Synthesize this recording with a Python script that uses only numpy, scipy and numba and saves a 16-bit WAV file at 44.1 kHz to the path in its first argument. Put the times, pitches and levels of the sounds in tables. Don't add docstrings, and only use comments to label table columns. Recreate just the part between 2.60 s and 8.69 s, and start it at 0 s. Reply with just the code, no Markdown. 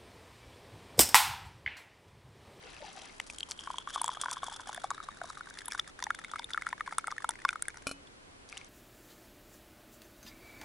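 import sys
import numpy as np
from scipy import signal
from scipy.io import wavfile
from scipy.ndimage import uniform_filter1d
from numba import njit

SR = 44100
rng = np.random.default_rng(int(sys.argv[2]) if len(sys.argv) > 2 else 0)


def ratio(d):
    e = np.asarray(d, float) / 20
    return 10 ** e


def to_wav(s):
    ch = np.atleast_2d(s).T
    pcm = np.round(np.clip(ch, -1, 1) * 32767)
    wavfile.write(sys.argv[1], SR, pcm.astype(np.int16))


N = 268382


def rms_one(x):
    return x / np.sqrt(np.mean(x ** 2) + 1e-20)


def in_time(rows):
    s, *columns = np.transpose(rows)
    return [np.interp(np.arange(N) / SR, s, c) for c in columns]


def at_hz(points, hz):
    point_hz, value = np.transpose(points)
    return np.interp(np.log(hz), np.log(point_hz), value)


def add(out, s, grain):
    at = round(s * SR)
    out[at:at + len(grain)] += grain[:max(N - at, 0)]


def ring(clicks, hz, t60_s):
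    r = ratio(-60 / (t60_s * SR))
    w = 2 * np.pi * hz / SR
    return signal.lfilter([0, np.sin(w)], [1, -2 * r * np.cos(w), r * r], clicks + 1e-18)


def bubble(hz, t60_s, glide, rise_s):
    t = np.arange(2600) / SR
    tone = np.sin(2 * np.pi * hz * t * (1 + glide * t / t60_s))
    return tone * (1 - np.exp(-t / rise_s)) * ratio(-60 * t / max(t60_s, 0.004))


@njit
def moving_resonance(x, hz, r):
    y = np.zeros(len(x))
    for i in range(2, len(x)):
        drive = (1 - r * r) / 2 * (x[i] - x[i - 2])
        y[i] = drive + 2 * r * np.cos(2 * np.pi * hz[i]) * y[i - 1] - r * r * y[i - 2]
    return y


def resonance(x, hz, width_hz):
    return moving_resonance(x, hz / SR, np.exp(-np.pi * width_hz / SR))


def grains(per_s, spread_db):
    sizes = ratio(spread_db * np.minimum(rng.exponential(1, N), 3)) * rng.choice([-1, 1], N)
    return sizes * (rng.random(N) < per_s / SR)


def drift(rate_hz):
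    r = np.exp(-2 * np.pi * rate_hz / SR)
    return rms_one(signal.lfilter([1], [1, -2 * r, r * r], rng.standard_normal(N + SR))[SR:])


def bubbling(clicks, low_hz, high_hz, cycles, colour):
    pitches_hz = np.geomspace(low_hz, high_hz, num=14)
    dealt = rng.integers(0, len(pitches_hz), N)
    return rms_one(sum(ratio(at_hz(colour, hz)) * ring(clicks * (dealt == k), hz, cycles / hz)
                       for k, hz in enumerate(pitches_hz)))


def mug_modes():
    # time_s, pitch_hz
    low_air = [(0, 656), (1.0, 1016), (2.0, 1032), (3.0, 1330), (6.1, 1570)]
    # time_s, pitch_hz
    upper_air = [(1.06, 3196), (1.24, 3280), (2.1, 3410), (2.33, 3770), (2.85, 3770), (3.02, 3520)]
    t = np.arange(N) / SR
    wall_hz = 2302 - 22.8 * t
    wall_db = -46 + 1.87 * t
    return in_time(low_air)[0], in_time(upper_air)[0], wall_hz, wall_db


def plops():
    # start_s, level_db, pitch_hz
    trapped = [(0.5995, -17.5, 2020), (0.6996, -21.5, 2470), (1.0736, -25.5, 1063), (1.1028, -26, 1040),
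               (1.1416, -33, 1030), (1.183, -32, 1045), (1.274, -25, 1140), (1.3595, -20, 1103),
               (1.377, -29, 1030), (1.4146, -24.5, 985), (1.4424, -23.5, 970), (1.4789, -25, 1030),
               (1.491, -23.5, 1024), (1.57, -29.5, 1160), (1.636, -24, 1124), (1.6587, -23, 1000),
               (1.6835, -25.5, 1020), (1.718, -30.5, 1030), (1.7689, -29, 1100), (1.8313, -22, 1070),
               (1.8823, -31.5, 915), (1.9198, -32.5, 900), (1.996, -33, 970), (2.071, -35, 800),
               (2.0932, -28.5, 830), (2.147, -29.5, 1710), (2.177, -29.5, 700), (2.2418, -20, 790),
               (2.3051, -23, 1187), (2.313, -25, 1130), (2.379, -30, 1300), (2.402, -31.5, 1280),
               (2.487, -29, 1150), (2.615, -26, 716), (2.641, -31.5, 697), (2.702, -31, 1280),
               (2.772, -33, 1320), (2.8087, -30.5, 1400), (2.871, -34.5, 1510), (2.908, -37.5, 1540),
               (3.017, -35.5, 1640), (3.082, -30.5, 990), (3.1215, -25.5, 1700), (3.1482, -23.5, 1495),
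               (3.1925, -26.5, 1314), (3.4245, -27, 966), (3.467, -26, 910), (3.505, -16, 1370),
               (3.646, -23, 2110), (3.736, -28.5, 1210), (3.759, -26, 1320), (3.7942, -29, 937),
               (3.9454, -25, 1400), (3.9756, -17.5, 1376), (4.021, -20.5, 2070), (4.0673, -19.5, 1384),
               (4.128, -23, 965), (4.2073, -21.5, 1240), (4.2759, -25.5, 1040), (4.324, -26.5, 1255),
               (4.3834, -19.5, 1305), (4.4421, -30.5, 1350), (4.472, -27, 1400), (4.4798, -22.5, 1290),
               (4.515, -31, 1176), (4.5225, -28, 1165), (4.581, -23, 1830), (4.644, -19, 1330),
               (4.69, -22.5, 910), (4.8502, -13, 1140), (4.8896, -17, 1437), (4.929, -29, 1330),
               (4.957, -27, 1280), (5.0233, -32, 1360), (5.0825, -23, 1670), (5.91, -43, 2500),
               (5.926, -26, 2420), (5.9714, -23.5, 2950), (6.013, -34, 2400)]
    wall_width_hz = 19
    out, kicks = np.zeros(N), np.zeros(N)
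    t = np.arange(200) / SR
    low_hz, upper_hz, wall_hz, wall_db = mug_modes()
    chance = rng.standard_normal((len(trapped), 3))
    noise = rng.standard_normal((len(trapped), len(t)))
    for (s, db, hz), (glide, detune, strength), hiss in zip(trapped, chance, noise):
        at = int(s * SR)
        reach = min(1, (low_hz[at] / hz) ** 3)
        t60_s = min(23.9 / hz, 0.021) * reach ** 0.15
        own = bubble(hz, t60_s, 0.015 + 0.055 * glide, rise_s=0.0015)
        low = bubble(low_hz[at] * (1.074 + 0.24 * detune), 0.0093, 0, rise_s=0.001)
        tick = hiss * ratio(-60 * t / 0.014)
        upper = bubble(upper_hz[at] * (1 + 0.02 * strength), 0.012, 0, rise_s=0.0003)
        add(out, s, ratio(db + 5.0) * own)
        add(out, s, ratio(db + 7.0 + 1.3 * strength) * reach * low)
        add(out, s, ratio(db - 16.5 - 2.67 * reach) * tick)
        add(out, s, ratio(db - 17 + 2.5 * glide) * upper)
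        kicks[at] = ratio(0.63 * db + wall_db[at])
    wall = resonance(kicks, wall_hz, wall_width_hz)
    return out + wall * SR / (2 * np.pi * wall_width_hz)


def snaps():
    # start_s, upper_mode_db, crack_db, crack_hz
    bursts = [(0.6, -56, -28, 2950), (0.784, -33, -34.5, 7360), (0.8056, -25.5, -30.5, 4240),
              (0.83, -20.5, -44, 7360), (0.9102, -46, -25.5, 6130), (0.9168, -40, -28.5, 4080),
              (0.991, -26.5, -47, 9060), (1.1834, -21, -34, 7580), (1.4154, -36, -17.5, 9170),
              (1.4422, -28, -25.5, 7650), (1.46, -54, -32, 7100), (1.4794, -27, -27, 7800),
              (1.6133, -27.5, -24, 7840), (1.712, -37, -26, 7150), (2.1454, -32, -33.5, 10100),
              (2.3043, -59, -28.5, 7140), (2.9876, -32, -29.5, 4070), (3.056, -40, -26.5, 10900),
              (3.081, -35, -27.5, 10550), (3.12, -32.5, -28.5, 5300), (3.1957, -15, -27.5, 5300),
              (3.4245, -33, -29, 5640), (3.4394, -26, -26.5, 5760), (3.7933, -28, -32.5, 4930),
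              (3.843, -25, -33.5, 9750), (3.934, -21.5, -34, 4800), (4.3823, -28.5, -18, 8900),
              (4.4702, -60, -31.5, 8900), (4.5141, -48, -34, 5660), (4.6907, -23, -20, 8900),
              (4.8497, -27, -29.5, 4970), (4.8893, -26, -27, 5970), (5.0222, -63, -20, 9000),
              (5.0823, -35, -27, 9200), (5.472, -47, -51, 3060), (5.889, -51, -42.5, 5800),
              (5.9758, -37.5, -34.5, 6800), (6.045, -52, -46, 6640)]
    out, t = np.zeros(N), np.arange(900) / SR
    upper_hz = mug_modes()[1]
    noise = rng.standard_normal((len(bursts), len(t)))
    for (s, upper_db, crack_db, hz), hiss in zip(bursts, noise):
        burst = hiss * (1 - np.exp(-t / 0.00048)) ** 2 * ratio(-60 * t / 0.0076)
        bright = np.diff(np.diff(burst, prepend=0), prepend=0)
        crack = rms_one(bright) + 1.06 * rms_one(ring(burst, hz, 0.0022))
        upper = bubble(upper_hz[int(s * SR)] * (1 + 0.015 * hiss[0]), 0.014, 0, rise_s=0.0004)
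        add(out, s, ratio(crack_db + 6.5) * crack / abs(crack).max())
        add(out, s, ratio(upper_db) * upper)
    return out


def splash():
    # time_s, level_db
    stream = [(0, -67.5), (1.0, -54), (1.5, -54), (1.9, -55), (2.65, -59), (3.2, -54.5), (3.35, -51),
              (3.8, -48), (4.1, -50.5), (5.2, -48), (5.3, -94), (5.86, -100), (5.88, -53), (6.09, -58)]
    shallow_db, deep_db, deep_at_s, pour_ends_s = -20, 1, 1.54, 5.3
    upended_s, stream_per_s, dribble_per_s = 3.3, 170, 55
    upper_start_db, upper_fades_db_per_s, upper_wakes_s = 9, 5.5, 1.29
    t = np.arange(N) / SR
    low_hz, upper_hz = mug_modes()[:2]
    spray_db = in_time(stream)[0]
    low_db = spray_db + np.interp(t, [0, deep_at_s, pour_ends_s, N / SR],
                                  [shallow_db, deep_db, deep_db, shallow_db])

    low_hz = low_hz * (1 + 0.1 * drift(25))
    per_s = np.where(t < upended_s, stream_per_s, dribble_per_s)
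    small = grains(per_s * ratio(3.0 * drift(12)), spread_db=3.8)
    soft = signal.lfilter([1], [1, -1.6, 0.64], small)
    size = rng.choice(3, N, p=[0.25, 0.5, 0.25])
    low = np.zeros(N)
    for k, (share, width_hz, db) in enumerate([(0.64, 116, 1.6), (1, 139, 5.6), (1.35, 218, 11)]):
        broad = resonance(soft * (size == k), share * low_hz, 640)
        low += ratio(db) * resonance(broad, share * low_hz, width_hz)

    ticks = rms_one(signal.lfilter([1], [1, -1.968, 0.9682], abs(small))) + 0.1
    upper = resonance(small + grains(300 * ticks, spread_db=4.5), upper_hz, 800)
    upper = resonance(upper, upper_hz * (1 + 0.014 * t * drift(45)), 200)
    upper_gain = ratio(upper_start_db - upper_fades_db_per_s * t) * np.minimum(1, t / upper_wakes_s) ** 4
    fizz_clicks = ticks * grains(4000 * ticks, spread_db=4.0)
    fizz = bubbling(fizz_clicks, 4900, 11000, 12.0, [(4900, 0), (11000, 0)])
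    return ratio(low_db) * rms_one(low) + ratio(spray_db) * (upper_gain * rms_one(upper) + ratio(-1.5) * fizz)


def opening_wash():
    # peak_s, level_db, swell_db_per_s, fade_db_per_s
    runs = [(0.21, -51.5, 26, 41), (0.43, -54, 163, 106), (5.972, -54, 209, 182)]
    # start_s, level_db, pitch_hz
    glugs = [(0.055, -47, 484), (0.222, -41.5, 563), (0.243, -40.5, 818), (0.281, -44, 792),
             (0.372, -44, 752)]
    t = np.arange(N) / SR
    clicks = grains(2600 * ratio(5.0 * drift(18)), spread_db=3.6)
    level = sum(ratio(db - np.where(t < s, swell * (s - t), fade * (t - s))) for s, db, swell, fade in runs)
    out = np.zeros(N)
    for (s, db, hz), glide in zip(glugs, rng.standard_normal(len(glugs))):
        add(out, s, ratio(db + 7.5) * bubble(hz, 0.039, 0.14 * glide, rise_s=0.0021))
        add(out, s - 0.018, ratio(db) * bubble(hz * (1 + 0.14 * glide), 0.057, 0, rise_s=0.0026))
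    colour = [(400, -17), (750, 4), (1300, 4.5), (2600, 13.0), (6500, 13.5)]      # pitch_hz, level_db
    return out + level * bubbling(clicks, 423, 5860, 21.0, colour)


def knock():
    # start_s, level_db
    touches = [(5.269, -23), (5.292, -34), (5.313, -31)]
    # pitch_hz, level_db, t60_s
    modes = [(279.7, -19.5, 0.42), (615, -3.5, 0.011), (1150, -19, 0.087), (1394, -2.5, 0.022),
             (2420, -10, 0.051), (2550, -22, 0.25), (2970, -21.5, 0.29), (4190, -8.5, 0.041),
             (5300, -12.5, 0.03)]
    out = np.zeros(N)
    touch_db = np.array(touches)[:, 1]
    at = [round(s * SR) for s, db in touches]
    for hz, level_db, t60_s in modes:
        clicks = np.zeros(N)
        clicks[at] = ratio(touch_db + level_db + rng.normal(0, 1.5, len(at)))
        out += ring(clicks, hz, t60_s)
    t = np.arange(4000) / SR
    decay = ratio(-60 * t / 0.012) + ratio(10.0 - 60 * t / 0.062)
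    for s, db in touches:
        rattle = signal.lfilter([0.4, -0.8, 0.4], [1, -1.55, 0.57], rng.standard_normal(len(t)))
        add(out, s, ratio(db - 11.0) * rattle * decay)
    return out


def nearby_echoes(x):
    out = np.zeros((2, N))
    for ear, (lag_s, db) in enumerate([(0.0009, -24.5), (0.0014, -10.5)]):
        lag = round(lag_s * SR)
        out[ear, lag:] += ratio(db) * np.diff(x[:-lag], prepend=0)
    return out


def hush():
    # pitch_hz, level_db_per_hz
    spectrum = [(25, -3.5), (150, -10), (300, -7.5), (700, -12), (1500, -13), (3000, -19.5), (11000, -29)]
    # pitch_hz, likeness (-1 to 1)
    likeness = [(30, 1), (80, 0.79), (200, 0.19), (1400, -0.57), (7000, -0.31)]
    out = 0
    edges_hz = 18 * 2 ** np.arange(0, 9.6, 0.5)
    white = rng.standard_normal((2, 2, N))
    for k, (low, high) in enumerate(zip(edges_hz, edges_hz[1:])):
        band = signal.butter(2, [low, high], "band", fs=SR, output="sos")
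        mid, side = signal.sosfilt(band, white[k % 2])
        hz = np.sqrt(low * high)
        alike = np.clip(at_hz(likeness, hz), -1, 1)
        stereo = np.sqrt(1 + alike) * mid + np.sqrt(1 - alike) * side * [[1], [-1]]
        out = out + ratio(at_hz(spectrum, hz)) * stereo
    return ratio(-54.5) * rms_one(out)


def scene():
    high_pass = signal.butter(2, 600, "high", fs=SR, output="sos")
    mug = signal.sosfilt(high_pass, plops() + snaps() + splash()) + knock()
    mug_pan = ratio(np.array([[0.9], [-0.9]]))
    wash_pan = ratio(np.array([[2.5], [-2.5]]))
    return mug * mug_pan + nearby_echoes(mug) + opening_wash() * wash_pan + hush()


def band_limit(x):
    return signal.sosfilt(signal.butter(12, 16510, fs=SR, output="sos"), x)


def record(dry):
    cut_hz = 10950
    cut = signal.sosfilt(signal.ellip(8, 0.5, 60, cut_hz, fs=SR, output="sos"), dry)
    top = signal.sosfilt(signal.butter(2, [cut_hz, 13000], "band", fs=SR, output="sos"), dry)
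    power = uniform_filter1d(top ** 2, size=256)
    opened = top * power / (power + ratio(-56.0) ** 2)
    return band_limit(cut + ratio(-16.0) * opened)


dry = scene()
out = record(dry)
to_wav(out)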